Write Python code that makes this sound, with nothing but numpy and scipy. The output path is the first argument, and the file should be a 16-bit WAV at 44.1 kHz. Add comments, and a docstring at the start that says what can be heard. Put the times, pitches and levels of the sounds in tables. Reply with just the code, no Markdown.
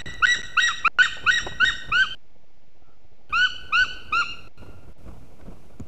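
"""Eagles mating above their nest

Two eagles in a pine wood give runs of arched yelps, harmonic tones with rough noise; the early ones crack
up into a thin squeal, and decaying filtered noise makes the trees ring after each. Shaped noise gives the
wingbeats, the rustle and the breeze; damped noise bursts give knocks and snaps on the branch. The nest
camera's live sound stalls several times, leaving a faint hiss, and the longest stall loses a little."""
import sys
import numpy as np
from scipy import signal
from scipy.fft import rfft, irfft, next_fast_len
from scipy.io import wavfile
from scipy.ndimage import uniform_filter1d, map_coordinates

SR = 44100
rng = np.random.default_rng(int(sys.argv[2]) if len(sys.argv) > 2 else 0)


def materialize(psi):
    """Save the field psi as 16-bit PCM at rate SR to the path in sys.argv[1].

    A 1-D psi becomes a single channel; in a 2-D psi each row is a channel.
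    """
    bounded = np.clip(np.atleast_2d(psi).T, -1, 1)
    quanta = np.round(bounded * 32767).astype(np.int16)
    wavfile.write(sys.argv[1], SR, quanta)


N = 258867  # length of the scene [samples]
BREAK_HZ = 1750  # the voice flips register here
# stalls of the live sound: (start [s], end [s])
STALL_SPANS = [(.019, .058), (.259, .267), (.419, .43), (.879, .987), (2.149, 3.295), (4.482, 4.575),
               (4.93, 4.98)]


def amp(db):
    """Level to amplitude: 20 dB is a factor of ten."""
    return 10 ** (np.asarray(db) / 20)


def unit(x):
    """Normalisation of mean power: the signal scaled to rms 1."""
    return x / np.sqrt(np.mean(x ** 2) + 1e-20)


def along(points, hz):
    """Interpolation on a logarithmic frequency axis through (frequency [Hz], value) points."""
    f, v = np.transpose(points)
    return np.interp(np.log(hz + 1), np.log(f + 1), v)


def wobble(rate, size):
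    """Slow random modulation: a smooth curve through normal random knots, `rate` of them a second."""
    knots = rng.standard_normal(int(size * rate / SR) + 4)
    return map_coordinates(knots, [np.arange(size) * rate / SR])


def filtered(x, response):
    """Linear filtering: the spectrum of x times a response of frequency."""
    m = next_fast_len(len(x) + 8192)
    spectrum = rfft(x, m) * response(np.fft.rfftfreq(m, 1 / SR))
    return irfft(spectrum, m)[:len(x)]


def noise(spectrum, size=N):
    """Spectral shaping: white noise coloured by (frequency [Hz], level [dB]) points, scaled to rms 1."""
    return unit(filtered(rng.standard_normal(size), lambda hz: amp(along(spectrum, hz))))


def eagles(shadow_hz=3300, shadow_db=-4):
    """Direct sound and reverberation: the birds face away, so their treble comes mostly by way of the trees."""
    # yelps: (time [s], start pitch [Hz], top pitch [Hz], rise [s], squeal [s], fall [s],
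    # start level [dB], level at the end of the rise [dB], level as the fall begins [dB],
    # level added from the third harmonic up [dB])
    yelp_list = [ (-.165, 1188, 1973, 0.032, .09, .025, -22.5, -17.5, -26, -1.5),
                 (.224, 1227, 1950, .029, .084, 0.0055, -21, -10.5, -32, -2),
                 (.570, 1184, 1917, 0.028, 0.083, .033, -21, -14.5, -22.5, -1),
                 (0.847, 1122, 1869, .066, .029, .015, -23.5, -11, -22, 1),
                 (1.264, 1165, 1914, 0.04, .080, 0.018, -24.5, -13, -32.5, -0.5),
                 (1.601, 1321, 1885, .043, .049, 0.012, -22.5, -12.5, -28, -2),
                 (1.918, 1173, 1579, 0.11, 0, .025, -25, -16.5, -23, 1.5),
                 (3.327, 1164, 1527, 0.13, 0, 0.015, -25.5, -17.5, -24.5, 2.5),
                 (3.724, 1157, 1542, .108, 0, 0.015, -25, -17, -24.5, 3.5),
                 (4.125, 1197, 1434, 0.084, 0, 0.02, -24, -19.5, -21, 4.5)]
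    lead = SR // 4  # the birds are already calling
    out = np.zeros(lead + N + 2 * SR)

    def shadow(hz):
        return amp(shadow_db / (1 + (shadow_hz / (hz + 1)) ** 6))

    for s, *shape, bright_db in yelp_list:
        lead_in, call = yelp(*arch(*shape), bright_db)
        heard = signal.fftconvolve(call, wood())  # the trees answer a little differently each time
        heard[:len(call)] += filtered(call, shadow)
        first = max(0, lead + unstalled(s + lead_in))
        out[first:][:len(heard)] += heard
    return out[lead:lead + N]


def arch(start_hz, top_hz, rise_s, squeal_s, fall_s, start_db, peak_db, fall_db, count=24):
    """Register change: time, pitch and level along an easing rise, a squeal above the break, a quick fall."""
    full_top_hz, flip_s = 1535, 0.0045  # top of the full voice before a crack; time a register change takes
    climb_s = .012  # pitch and level shoot up for about this long, then climb ever more slowly
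    crest_sag = 0.016  # share of its pitch that a plain yelp loses just before the fall
    scoop, sag = .035, 0.086  # shares of its pitch by which the squeal starts and ends flat
    crack_db = -28.5  # the voice nearly stops as it cracks upward
    squeal_db, squeal_push_db = -23.5, 1.5  # level in the squeal's middle; how much louder its ends are
    fall_from, fall_to_hz = .915, 1158  # the fall starts at this share of the crest pitch
    fall_fade_db = 10.5  # level lost along the fall

    u = np.linspace(0, 1, count)
    cracks = top_hz > BREAK_HZ
    crest_hz = full_top_hz if cracks else top_hz
    climb = np.log1p(u * rise_s / climb_s) / np.log1p(rise_s / climb_s)
    rise_hz = start_hz + (crest_hz - start_hz) * climb
    if not cracks:
        rise_hz = rise_hz * (1 - crest_sag * u ** 8)
    parts = [(u * rise_s, rise_hz, start_db + (peak_db - start_db) * climb)]
    s = rise_s + flip_s
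    if cracks:
        flat = scoop * (1 - u) ** 4 + sag * u ** 8
        parts.append(([rise_s + flip_s * 2 / 3], [crest_hz], [crack_db]))
        parts.append((s + u * squeal_s, top_hz * (1 - flat), squeal_db + squeal_push_db * (2 * u - 1) ** 2))
        s += squeal_s + flip_s
    fall_hz = (1 - u) * fall_from * crest_hz + u * fall_to_hz
    parts.append((s + u * fall_s, fall_hz, fall_db - fall_fade_db * u))
    return np.hstack(parts)


def yelp(s, pitch, db, bright_db, jitter=0.0025, break_jitter=0.029, break_width_hz=110, flutter_db=0.65,
         overtone_flutter_db=3, edge_s=0.0037, rasp_db=-31, break_rasp_db=-17, press_hz=1400, slack_db=5,
         strain_db=-17, dull_db=8, fall_jitter=.02, quaver_db=2):
    """Harmonic series plus turbulence, rough at the register flip and in the fall: start time [s] and samples."""
    # harmonics against the fundamental, in the full voice: (frequency [Hz], level [dB])
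    full_voice = [(2250, -3), (2520, 0.5), (2790, -8), (3050, -11.5), (3700, -18.5), (4250, -20.5),
                  (4700, -25), (5600, -29.5), (6400, -36.5), (7400, -36), (8400, -49), (12000, -57),
                  (14000, -69.5)]
    # harmonics against the fundamental, in the squeal: (frequency [Hz], level [dB])
    squeal_voice = [(3700, -3.5), (5700, -15), (7700, -16.5), (9200, -33), (11500, -40), (13500, -54),
                    (15000, -71)]
    # air forced through the throat: (frequency [Hz], level before scaling [dB])
    throat_air = [(700, -22.5), (1300, -3), (2000, -12.5), (2650, 0), (3300, -14.5), (4150, 1.5),
                  (4900, -17), (5700, -7), (6500, -17), (7500, -7.5), (8400, -31), (14000, -41.5)]
    # noise burst at a register flip: (frequency [Hz], level before scaling [dB])
    flip_burst = [(700, -9.5), (1400, -7), (2300, 0), (3800, -13.5), (5000, -10.5), (7500, -13),
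                  (8600, -23), (14000, -42.5)]
    blur = .08  # hoarseness: phase blur for each harmonic number [rad]

    t = np.arange(s[0] - edge_s, s[-1] + edge_s, 1 / SR)
    size = len(t)
    f0, level = np.interp(t, s, pitch), np.interp(t, s, db)
    squeal = np.clip(.5 + (f0 - BREAK_HZ) / break_width_hz, 0, 1)
    unstable = np.exp(-((f0 - BREAK_HZ) / break_width_hz) ** 2)
    # the low ends of the arch lose their top harmonics
    slack = np.clip(10 * (1 - f0 / press_hz), 0, 2)
    # past the top the voice turns dull and ragged
    fall = np.clip(10 * (1 - f0 / f0.max()), 0, 1) * (t > t[f0.argmax()])
    # the loudest swells do not lift the overtones
    swell_db = np.maximum(level - strain_db, 0)

    shake = jitter + break_jitter * unstable + fall_jitter * fall
    shaken_hz = f0 * (1 + shake * wobble(900, size) + 0.0027 * wobble(120, size))
    phase = 2 * np.pi * np.cumsum(shaken_hz) / SR
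    gate = np.clip(np.minimum(t - t[0], t[-1] - t) / (2 * edge_s), 0, 1)
    voice = np.sin(phase) * amp(quaver_db * squeal * wobble(90, size))  # the squeal is unsteady
    for k in range(2, 10):
        overtone_db = (1 - squeal) * along(full_voice, k * f0) + squeal * along(squeal_voice, k * f0)
        overtone_db = overtone_db + bright_db * (k > 2) - slack_db * slack * (k > 3)
        overtone_db = overtone_db - swell_db - dull_db * fall + overtone_flutter_db * wobble(140, size)
        smear = blur * k * (1 - .6 * squeal) * wobble(600, size)  # higher harmonics are hoarser
        voice += gate * amp(overtone_db) * np.sin(k * phase + smear)
    voice = np.sqrt(2) * voice
    voice += amp(rasp_db + 3.2 * squeal) * noise(throat_air, size=size)
    voice += amp(break_rasp_db) * unstable * noise(flip_burst, size=size)
    return t[0], voice * gate * amp(level + flutter_db * wobble(250, size))


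def wood(early_db=6, early_t60=0.15, echo_db=0, echo_s=.112, echo_width_s=0.0032):
    """Impulse response: scatter from near branches, a long ring from the trunks, an echo from a stand of pines."""
    # ring time of the trunks: (frequency [Hz], time to fall by 60 dB [s])
    ring_times = [(1400, 1.3), (2000, 0.98), (2800, 0.87), (4400, 0.78), (6000, 0.67), (12000, .5)]
    # colour of the whole response: (frequency [Hz], level [dB])
    wood_colour = [(1000, -22), (1500, -17), (1900, -8), (2400, -9), (2900, -2.5), (4000, -4.5), (5700, 0),
                   (7500, -1.5), (12000, -11.5)]
    hz, t, z = signal.stft(rng.standard_normal(SR), SR, nperseg=256)
    ring = amp(-60 * t / along(ring_times, hz)[:, None])
    near = amp(early_db - 60 * t / early_t60)
    echo = amp(echo_db) * np.exp(-((t - echo_s) / echo_width_s) ** 2)
    tail = signal.istft(z * (ring + near + echo) * (t > .002), SR, nperseg=256)[1]
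    return filtered(tail / np.linalg.norm(tail), lambda f: amp(along(wood_colour, f)))


def wings(air_db=1.5, rustle_db=0, grain_db=3.5, swirl_db=2.0):
    """Turbulence and friction: each stroke swells and dies, pushing swirling air and brushing feathers over twigs."""
    # wing strokes: (time [s], decay time [s], air buffet before the gain air_db [dB], feather rustle [dB])
    strokes = [ (0.062, 0.073, -34.5, -45.5), (.205, 0.056, -39, -48), (0.38, .06, -43, -45),
               (0.856, .08, -47, -48), (1.247, .11, -39.5, -46), (1.446, 0.12, -37, -47.5),
               (1.65, 0.098, -41.5, -44), (1.896, 0.095, -38, -44.5), (3.315, 0.056, -40, -51),
               (3.637, 0.067, -52, -56), (3.81, 0.16, -44.5, -48), (4.141, 0.17, -48.5, -47.5),
               (4.455, 0.084, -46.5, -52), (4.62, 0.11, -43.5, -48.5), (4.89, 0.048, -43.5, -55),
               (5.065, 0.088, -38.5, -49), (5.477, .07, -40.5, -44.5)]
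    # buffeting air: (frequency [Hz], level before scaling [dB])
    air_colour = [(15, -7.5), (40, 0), (80, -4), (150, -10.5), (400, -29), (900, -67)]
    # feathers on twigs: (frequency [Hz], level before scaling [dB])
    feather_colour = [(100, -8.5), (200, 0.5), (500, -2), (900, -10), (1400, -12.5), (1800, -28),
                      (2500, -23.5), (4000, -35), (8000, -37), (13000, -46.5), (15500, -56)]
    rise_share = 0.26  # build-up time of a stroke over its decay time
    # the birds never keep quite still; powers of separate sounds add
    buffet_power, rustle_power = amp(-53.5) ** 2, amp(-56.5) ** 2
    for s, length, buffet_db, feather_db in strokes:
        t = (np.arange(N) - unstalled(s)) / SR
        swell = np.exp(-np.maximum(t, -t / rise_share) / length)
        buffet_power = buffet_power + (amp(buffet_db) * swell) ** 2
        rustle_power = rustle_power + (amp(feather_db) * swell) ** 2
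    air = unit(noise(air_colour) * amp(swirl_db * wobble(22, N)))
    brush = unit(noise(feather_colour) * amp(grain_db * wobble(90, N)))
    return amp(air_db) * np.sqrt(buffet_power) * air + amp(rustle_db) * np.sqrt(rustle_power) * brush


def branch(q=1.0, attack_s=0.0025, snap_t60=0.0063):
    """Damped impact: soft blows give dull, quickly damped thuds; dry twigs and bark give short bright snaps."""
    # blows of wing and foot: (time [s], level [dB], centre frequency [Hz], time to fall by 60 dB [s])
    knocks = [(1.168, -35.5, 560, 0.07), (1.464, -23, 410, 0.062), (1.465, -24.5, 785, 0.048),
              (1.52, -31, 640, 0.024), (4.685, -37, 218, 0.051), (4.876, -47, 253, 0.068),
              (5.059, -36.5, 223, 0.037), (5.229, -41, 197.5, 0.049), (5.408, -43, 1300, 0.033),
              (5.475, -34.5, 197, 0.11), (5.798, -22.5, 200, 0.039), (5.802, -29, 73, 0.13)]
    # snaps of dry twigs and bark: (time [s], level [dB])
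    snaps = [(0.14, -38), (1.785, -46.5), (5.799, -35.5)]
    # colour of a snap: (frequency [Hz], level before scaling [dB])
    twig_colour = [(1000, 4), (2000, -2), (5000, -27.5), (7000, 4.5), (8500, -18.5), (14000, -22.5)]
    out = np.zeros(N + SR)
    t = np.arange(SR // 4) / SR
    for s, db, centre_hz, t60 in knocks:
        def resonance(f):
            return 1 / (1 + (q * (f / centre_hz - centre_hz / (f + 1))) ** 2)

        fade = amp(-60 * t / t60) * (1 - np.exp(-t / attack_s))
        thud = fade * filtered(rng.standard_normal(len(t)), resonance)
        # each thud has the energy of its envelope
        out[unstalled(s):][:len(t)] += amp(db) * thud * np.linalg.norm(fade) / np.linalg.norm(thud)
    for s, db in snaps:
        out[unstalled(s):][:len(t)] += noise(twig_colour, size=len(t)) * amp(db - 60 * t / snap_t60)
    return out[:N]


def breeze(db=-59, sway_db=1):
    """Aerodynamic noise: a soft, swaying rush of wind in the pines."""
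    # wind in the needles: (frequency [Hz], level before scaling [dB])
    needle_colour = [(100, 6), (700, -7), (1400, -18), (1800, -17.5), (2500, -12.5), (3500, -20.5),
                     (6000, -20), (9000, -22.5), (13600, -24.5), (14200, -45.5)]
    return noise(needle_colour) * amp(db + sway_db * wobble(9, N))


def hiss(floor_db=-59.5, flicker_db=4.0, flicker_hz=900, width_hz=110):
    """Noise floor: a faint hiss whose low part flickers; a narrow noise band, a fuzzy tone, surfaces once."""
    # colour of the floor: (frequency [Hz], level before scaling [dB])
    floor_colour = [(20, 3.5), (40, 6), (120, -2), (300, -7), (720, -8), (1050, -18), (1700, -21.5),
                    (2200, -17), (3200, -22.5), (5800, -27.5), (7200, -33.5), (9000, -47), (15000, -58.5)]
    # the faint tone: (time [s], half length [s], frequency [Hz], level [dB])
    faint_tone = (2.89, .06, 1330, -68)
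    floor = noise(floor_colour)
    low = filtered(floor, lambda hz: hz < flicker_hz)
    floor = floor - low + low * amp(flicker_db * wobble(75, N))
    s, length, pitch, db = faint_tone
    band = filtered(rng.standard_normal(N), lambda hz: np.exp(-((hz - pitch) / width_hz) ** 2))
    swell = np.exp(-((np.arange(N) / SR - s) / length) ** 2)
    return amp(floor_db) * floor + amp(db) * unit(band) * swell


def unstalled(s, buffer_s=1.02):
    """Buffered delay: the sample of the unbroken scene heard at time s; stalls past buffer_s lose the rest."""
    delay = sum(np.clip(s - start, 0, min(end - start, buffer_s)) for start, end in STALL_SPANS)
    return np.round(SR * (s - delay)).astype(int)


def scene():
    """Superposition: the pressures of all sources add at one microphone beside the nest."""
    return (eagles() + wings() + branch() + breeze())[None]


def record(dry, offset=0.021, top_hz=15780):
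    """Gating and band limiting: live sound stops and resumes; hiss and a small constant offset stay."""
    live = np.ones(N)
    for start, end in STALL_SPANS:
        live[round(start * SR):round(end * SR)] = 0
    delayed = dry[0][unstalled(np.arange(N) / SR)]
    sound = delayed * live * uniform_filter1d(live, size=16) + hiss()
    return filtered(sound, lambda hz: hz < top_hz)[None] + offset


dry = scene()
out = record(dry)
materialize(out)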